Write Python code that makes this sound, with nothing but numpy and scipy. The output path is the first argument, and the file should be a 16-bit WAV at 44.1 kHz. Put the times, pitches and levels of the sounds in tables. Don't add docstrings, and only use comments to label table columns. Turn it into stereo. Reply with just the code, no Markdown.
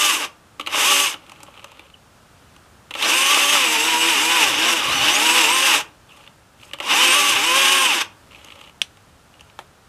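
import sys
import numpy as np
from scipy import signal
from scipy.fft import rfft, irfft, next_fast_len
from scipy.io import wavfile
from scipy.ndimage import uniform_filter1d, map_coordinates

SR = 44100
rng = np.random.default_rng(int(sys.argv[2]) if len(sys.argv) > 2 else 0)


def put_to_file(sound):
    columns = np.atleast_2d(sound).T
    safe = np.clip(columns, -1, 1)
    whole_steps = np.round(safe * 32767)
    wavfile.write(sys.argv[1], SR, whole_steps.astype(np.int16))


N = 435708
TIME = np.arange(N) / SR
TOP_HZ = 15050


def amp(db):
    return 10 ** (np.asarray(db) / 20)


def unit(x):
    return x / np.sqrt(np.mean(x ** 2) + 1e-20)


def along(points, hz):
    f, v = np.transpose(points)
    return np.interp(np.log(hz + 1), np.log(f + 1), v)


def curves(tables):
    s, *cols = np.concatenate(tables).T
    inside = sum((TIME >= t[0][0]) & (TIME <= t[-1][0]) for t in tables)
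    gate = uniform_filter1d(inside * 1., size=600)
    return [gate] + [np.interp(TIME, s, c) for c in cols]


def wobble(rate_hz):
    coarse = TIME[::16]
    knots = rng.standard_normal(int(N * rate_hz / SR) + 4)
    return np.interp(TIME, coarse, map_coordinates(knots, [coarse * rate_hz]))


def spell(start_s, end_s, fade_s):
    edge = np.minimum(TIME - start_s, end_s - TIME) / fade_s
    return np.clip(edge + .5, 0, 1) ** 2


def coloured(x, points):
    response = amp(along(points, np.fft.rfftfreq(8192, 1 / SR)))
    cepstrum = irfft(np.log(np.maximum(response, 1e-4)))
    cepstrum[1:4096] *= 2
    cepstrum[4097:] = 0
    h = irfft(np.exp(rfft(cepstrum)))[:4096]
    return signal.fftconvolve(x, h / np.linalg.norm(h))[:len(x)]


# [f/Hz, density/dB]
HISS_SPECTRUM = [(2350, -31), (4000, -5), (4300, -9), (4850, -3), (6010, -5), (6240, 1), (6930, -4.5),
                 (7780, -2), (9020, -5.5), (9850, -7.5), (10800, -7), (13100, -12), (14900, -20)]


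def three_bands(drive, low_db, high_db, low, middle):
    treble = amp(high_db) * coloured(drive[2], HISS_SPECTRUM)
    return amp(low_db) * coloured(drive[0], low) + coloured(drive[1], middle) + treble


# [t/s, cutter-pair rate f/Hz, chain level/dB]
DRIVE = [
    [(0, 299, -19.5), (.09, 298.6, -19.5), (.185, 172.4, -23.5), (.25, 120.7, -25.5), (.295, 66.7, -58)],
    [(.69, 72.9, -40), (.74, 120, -24.5), (.79, 155.5, -18), (.86, 262.3, -16), (.9, 295.5, -16.5),
     (.97, 282.6, -18.5), (1.04, 290.6, -19.5), (1.1, 232.3, -27.5), (1.14, 150.5, -36), (1.17, 90, -75)],
    [(2.96, 56.53, -34), (3.05, 127.9, -17.5), (3.14, 251.2, -16), (3.19, 267, -18), (3.283, 274.2, -18),
     (3.317, 297, -17), (3.46, 282.8, -18), (3.53, 299.6, -17.5), (3.68, 234.6, -20), (3.79, 224.5, -19.5),
     (3.87, 242.5, -18.5), (3.96, 239.8, -19.5), (4.1, 248, -18), (4.18, 195, -17.5), (4.235, 236.4, -18),
     (4.35, 255.2, -18.5), (4.43, 219.7, -15), (4.55, 133.5, -19.5), (4.61, 163, -18.5), (4.69, 177, -17.5),
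     (4.765, 160.5, -20), (4.83, 114, -23), (4.88, 113.1, -20), (4.96, 139.2, -20.5), (5.044, 134.7, -18),
     (5.15, 199.5, -17.5), (5.263, 244, -16.5), (5.4, 248.7, -16), (5.453, 216.4, -16.5),
     (5.55, 261.8, -19.5), (5.67, 269, -17.5), (5.76, 215, -17), (5.81, 140.5, -24), (5.85, 100.1, -64)],
    [(6.82, 64, -33.5), (6.88, 110.2, -23), (6.92, 152.4, -15.5), (6.995, 250, -17), (7.03, 255.6, -16.5),
     (7.125, 264.8, -15.5), (7.17, 294, -16.5), (7.313, 285.6, -18), (7.36, 204, -19.5), (7.4, 199.1, -19),
     (7.46, 243.9, -19.5), (7.58, 271.7, -16), (7.78, 271.6, -17), (7.88, 251.4, -18.5),
     (7.95, 175.7, -19.5), (8.02, 135.3, -21), (8.04, 110, -41), (8.07, 75, -52)],
]
LINKS = [0.58, 0.43, 0.27, 0.88]
# [f/Hz, density/dB]
GROWL_SPECTRUM = [(88, -58), (150, -25.5), (301, -1.5), (425, -7), (553, -1.5), (687, -5), (900, -23.5),
                  (1170, -15), (1980, -120)]
# [f/Hz, density/dB]
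BAR_SPECTRUM = [(410, -20.5), (720, -20), (830, -3.5), (930, -9), (1170, -3.5), (1300, -7.5), (1590, -7.5),
                (1760, -7), (2300, -4), (2890, 2.5), (3200, -4.5), (3720, -4.5), (4090, -17), (4600, -14),
                (5980, -12), (10100, -120)]
# [multiple of pair rate, relative level/dB]
CHAIN_TONES = [(1, -4), (1.36, -2), (2, -1), (3, -8), (8, -6)]
# [multiple of pair rate, relative level/dB]
GEAR_TONES = [(11, -12), (22, -18), (33, -13), (44, -19), (55, -30)]
# [f/Hz, gain/dB]
SHELL_GAIN = [(150, -40), (225, -12), (310, 4), (400, -3), (520, 2), (900, 0), (1150, 5), (1500, -3),
              (2200, -8), (2950, 3), (4500, -13), (5600, -5), (6300, 3), (7100, -4), (8000, 1), (8900, 1),
              (9600, -9), (11500, -15), (15000, -14)]
# [multiple of pair rate, relative level/dB]
LINK_TONES = [(4, -6), (6, -9), (9, -10), (10, -9), (12, -9)]
# [f/Hz, gain/dB]
BAR_RING = [(600, -21), (760, -9), (920, -0.5), (1050, -1), (1180, 1.5), (1350, -10), (1620, -4.5),
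            (1900, -27), (2500, 3), (2950, 0.5), (3500, -4)]
RING_DB = [2.5, 0.5, -1, 1]
HISS_DB = [-2, -2.5, -5, -5.5]
FREE_HZ = 280
GROWL_DB, GROWL_DB_PER_HZ = -17, 0.0492
HISS_LOSS_DB_PER_HZ = 0.027
BOG_HZ, BOG_SPAN_HZ = 210, 80
STUMBLE_PER_HZ = .0002


def saw():
    gate, pair_hz, chain_db = curves(DRIVE)
    slowed_hz = FREE_HZ - pair_hz
    growl_db = GROWL_DB + GROWL_DB_PER_HZ * slowed_hz
    burst = np.searchsorted([table[-1][0] + .1 for table in DRIVE[:-1]], TIME)
    hiss_db = np.take(HISS_DB, burst) - HISS_LOSS_DB_PER_HZ * slowed_hz

    pair_hz = uniform_filter1d(pair_hz, size=1200) * (1 + .007 * wobble(25) + .004 * wobble(200))
    stumble = STUMBLE_PER_HZ * np.clip(BOG_HZ - pair_hz, 0, BOG_SPAN_HZ)
    pair_hz = pair_hz * (1 + stumble * wobble(30))
    turn = np.cumsum(pair_hz) / SR

    link_phase = len(LINKS) * turn
    link = np.floor(link_phase).astype(int)
    force = np.take(LINKS, link, mode="wrap") * amp(2.6 * rng.standard_normal(link[-1] + 1))[link]
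    beat = 1.23 + force * np.exp(-2.5 * (link_phase - link))

    lumps_db = .4 * wobble(9) + 1.1 * wobble(70)
    drive = [unit(beat * amp(lumps_db + own_db * wobble(30)) * rng.standard_normal(N))
             for own_db in (1.5, 1.1, .7)]
    noise = three_bands(drive, growl_db - 6, hiss_db - .5, GROWL_SPECTRUM, BAR_SPECTRUM)
    noise = amp(chain_db - .6) * noise
    noise = signal.sosfilt(signal.butter(4, 200, "high", fs=SR, output="sos"), noise)

    slope_hz_per_s = np.abs(np.gradient(uniform_filter1d(pair_hz, size=2000))) * SR
    even_db = -np.minimum(.005 * slope_hz_per_s, 12)
    mesh_db = 3 * wobble(12) + 3 * wobble(160)
    bog_db = -.05 * np.clip(BOG_HZ - pair_hz, 0, BOG_SPAN_HZ)

    def tone(k, db):
        level = amp(db + 2.6 * wobble(22))
        return level * np.sin(2 * np.pi * (k * turn + rng.random())) * (k * pair_hz < TOP_HZ)

    def carried(table, db):
        return sum(tone(k, db + level_db + even_db + along(SHELL_GAIN, k * pair_hz))
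                   for k, level_db in table)

    ring_db = chain_db + np.take(RING_DB, burst) + 0.3 * even_db
    ring = sum(tone(k, ring_db + db + along(BAR_RING, k * pair_hz)) for k, db in LINK_TONES)
    low_mesh = carried(GEAR_TONES[:1], chain_db + mesh_db + 3 * bog_db)
    chain = carried(CHAIN_TONES, chain_db + growl_db + 1.24 * bog_db)
    high_mesh = carried(GEAR_TONES[1:], chain_db - 0.68 * even_db + mesh_db - bog_db)
    return gate * (noise + ring + low_mesh + chain + high_mesh)


# [t/s, half length/s, level/dB]
JUDDER = [(4.52, .08, -46), (4.96, 0.12, -39.5), (7.37, .04, -44)]
# [f/Hz, density/dB]
THUD_SPECTRUM = [(30, -38), (60, -4), (110, -2), (150, -4), (250, -39)]


def judder():
    level = sum(amp(db) * np.exp(-((TIME - s) / half_s) ** 2) for s, half_s, db in JUDDER)
    lumpy = unit(amp(1.8 * wobble(44)) * rng.standard_normal(N))
    return level * coloured(lumpy, THUD_SPECTRUM)


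# [f/Hz, density/dB]
KNOCK_SPECTRUM = [(150, -48), (300, -4.5), (430, -17), (560, -1.5), (690, -19), (850, -3.5), (1000, -8),
                  (1180, -2.5), (1350, -6.5), (2200, -44)]
# [f/Hz, density/dB]
SCRAPE_SPECTRUM = [(900, -45), (1800, -8), (2400, -0.5), (2900, 3), (3500, -4.5), (4200, -11.5),
                   (6000, -33)]
BLOW_RISE_S = 0.00067


def blows(table):
    drive, t = np.zeros((3, N + SR)), np.arange(SR // 4) / SR
    for s, db, knock_db, treble_db, t60_s in table:
        band_t60_s = np.clip([[2 * t60_s], [t60_s], [t60_s]], .002, .2)
        burst = amp(-60 * t / band_t60_s) * rng.standard_normal((3, len(t)))
        burst *= 1 - np.exp(-t / BLOW_RISE_S)
        band_db = db + np.array([[knock_db], [1.5], [treble_db]])
        drive[:, round(s * SR):][:, :len(t)] += amp(band_db) * burst
    return three_bands(drive[:, :N], 0.34, -0.68, KNOCK_SPECTRUM, SCRAPE_SPECTRUM)


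# [t/s, relative
# level/dB, knock re level/dB]
CLACKS = [(0.596, -23, -4.5), (0.6092, -25.5, -18), (0.662, -24.5, -17), (0.671, -17.5, -7),
          (1.1409, -27.5, -4), (2.9075, -26, -6.5), (2.9379, -24, -21), (2.9505, -22.5, -4),
          (3.024, -12, -26), (6.7331, -21, -10.5), (6.8009, -20.5, -3.5)]
CLACK_TREBLE_DB, CLACK_T60_S = -12, 0.038


def clacks():
    return [(s, db, knock_db, CLACK_TREBLE_DB, CLACK_T60_S) for s, db, knock_db in CLACKS]


# [t/s, relative level/dB]
BITES = [(0.744, -16.5), (0.774, -19), (0.919, -16.5), (3.371, -10), (3.55, -12.5), (6.929, -22)]


def bites():
    return [(s, db - 11, 9, -8, .03) for s, db in BITES]


# [t/s, half length/s, centre f/Hz, mean level/dB]
SQUEAKS = [(1.945, 0.0089, 2820, -45.5), (6.13, 0.039, 2920, -49)]


def squeaks():
    out = 0
    for s, half_s, centre_hz, db in SQUEAKS:
        level = amp(db + 5.04 * wobble(230)) * np.exp(-((TIME - s) / half_s) ** 4)
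        hz = centre_hz * (1 + 0.046 * wobble(45) + 0.05003 * wobble(400))
        out = out + level * np.sin(2 * np.pi * np.cumsum(hz) / SR)
    return out


# [t/s, relative level/dB, splinter tail re level/dB]
SNAPS = [(8.817, -3.5, -21), (9.59, -20, -9)]
# [f/Hz, density/dB]
THIN_TWIG = [(120, -51), (200, -19), (1280, -19), (2540, -4), (3390, -2), (4870, -15), (5930, -6.5),
             (6730, -17), (9650, -16.5), (14900, -39)]
# [f/Hz, density/dB]
THICK_TWIG = [(120, -43), (200, -13), (926, -2), (1070, -8), (3710, -16), (5140, -26), (11200, -28),
              (14900, -44.5)]


def snaps():
    out, t = np.zeros(N + SR), np.arange(SR // 4) / SR
    for (s, db, tail_db), wood in zip(SNAPS, (THIN_TWIG, THICK_TWIG)):
        decay = amp(-60 * t / 0.016) + amp(tail_db - 60 * t / 0.15)
        burst = decay * rng.standard_normal(len(t))
        burst[:3] = [1, 3, 4]
        out[round(s * SR):][:len(t)] += amp(db - 8) * coloured(burst, wood)
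    return out[:N]


# [start t/s, end t/s, scrape level/dB, knock re scrape/dB,
# treble of each spell re the shared treble level/dB]
RUSTLE = [(1.2, 1.902, -55, 0.5, -8), (6.075, 6.288, -55, -1, -2), (6.586, 6.723, -55, -2, 6),
          (8.313, 8.702, -52, -3, -4.5), (9.324, 9.51, -67, 0, -4)]
RUSTLE_FADE_S, RUSTLE_TREBLE_DB = 0.073, -5.0


def rustle():
    levels = sum(amp([[db + knock_db], [db], [db + treble_db]]) * spell(start_s, end_s, RUSTLE_FADE_S)
                 for start_s, end_s, db, knock_db, treble_db in RUSTLE)
    crackle = [level * unit(amp(3.3 * wobble(150)) * rng.standard_normal(N)) for level in levels]
    return three_bands(crackle, 0, RUSTLE_TREBLE_DB, KNOCK_SPECTRUM, SCRAPE_SPECTRUM)


SMALL_TICKS_PER_S = 35
SMALL_TICK_DB, SMALL_TICK_SPREAD_DB = 10.5, 4.5
SMALL_TICK_TREBLE_DB = -12


def small_ticks():
    ticks = []
    for start_s, end_s, db, *_ in RUSTLE:
        for u, g in rng.random((int(SMALL_TICKS_PER_S * (end_s - start_s)), 2)):
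            tick_db = db + SMALL_TICK_DB + SMALL_TICK_SPREAD_DB * (2 * g - 1)
            ticks.append((start_s + u * (end_s - start_s), tick_db, SMALL_TICK_TREBLE_DB))
    return ticks


# [t/s, relative level/dB, treble re level/dB]
TICKS = [(1.265, -41, -9), (1.2955, -35, -2), (1.318, -33, -2), (1.4038, -33.5, -11), (1.4313, -36, 7),
         (1.5747, -34.5, -12), (1.594, -32, -15), (1.6428, -27.5, -4), (1.717, -36.5, -3),
         (1.7937, -33, -8), (2.5628, -38.5, -5), (6.2078, -44, -18), (6.238, -38, -18), (6.2637, -39, -25),
         (6.275, -31.5, -26), (6.6313, -33, -15), (6.7112, -34, -16), (6.7859, -31, -8), (8.309, -37, -23),
         (8.33, -34, -25), (8.347, -33.5, -20), (8.362, -38, -25), (8.413, -39, -20), (8.4456, -38, 3),
         (8.503, -31, -24), (8.5213, -31, -26), (8.612, -32, -9), (8.6385, -34, -21), (8.971, -39, -9),
         (9.3394, -43, -15), (9.3948, -39, -18), (9.408, -35, -5), (9.4986, -41, -19)]
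TICK_T60_S = .016
TICK_KNOCK_DB, KNOCK_PER_TREBLE = -2.5, 0.44


def ticks():
    return [(s, db, TICK_KNOCK_DB + KNOCK_PER_TREBLE * treble_db, treble_db, TICK_T60_S)
            for s, db, treble_db in TICKS + small_ticks()]


# [f/Hz, t60/s]
TREES = [(200, 0.51), (2000, 0.26), (10000, 0.17)]


def trees(x):
    hz, t, z = signal.stft(rng.standard_normal(SR // 2), SR, nperseg=256)
    decay = amp(-60 * t / along(TREES, hz)[:, None])
    tail = signal.istft(z * decay, SR, nperseg=256)[1]
    delayed = np.pad(x, (150, 0))
    return signal.fftconvolve(delayed, tail / np.linalg.norm(tail))[:N]


# [f/Hz, density/dB]
AIR_SPECTRUM = [(16, -30), (28, -10), (76, 3.5), (248, -4), (387, -7.5), (766, -7), (1080, -8.5),
                (1290, -6.5), (2130, -15.5), (2770, -14.5), (4330, -19), (8800, -22), (14900, -31.5)]
AIR_DB = -51.5


def air():
    waver_db = .7 * wobble(4)
    return amp(AIR_DB + waver_db) * coloured(rng.standard_normal(N), AIR_SPECTRUM)


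def scene():
    contacts = clacks() + ticks() + bites()
    near = saw() + judder() + blows(contacts) + rustle() + squeaks()
    mono = near + amp(-13.5) * trees(near) + snaps() + air()
    return np.array([mono, mono])


def record(dry):
    soft = dry / (1 + np.abs(dry / .95) ** 4) ** (1 / 4)
    m = next_fast_len(N + SR)
    passed = np.fft.rfftfreq(m, 1 / SR) < TOP_HZ
    return irfft(rfft(soft, m) * passed, m)[:, :N]


dry = scene()
out = record(dry)
put_to_file(out)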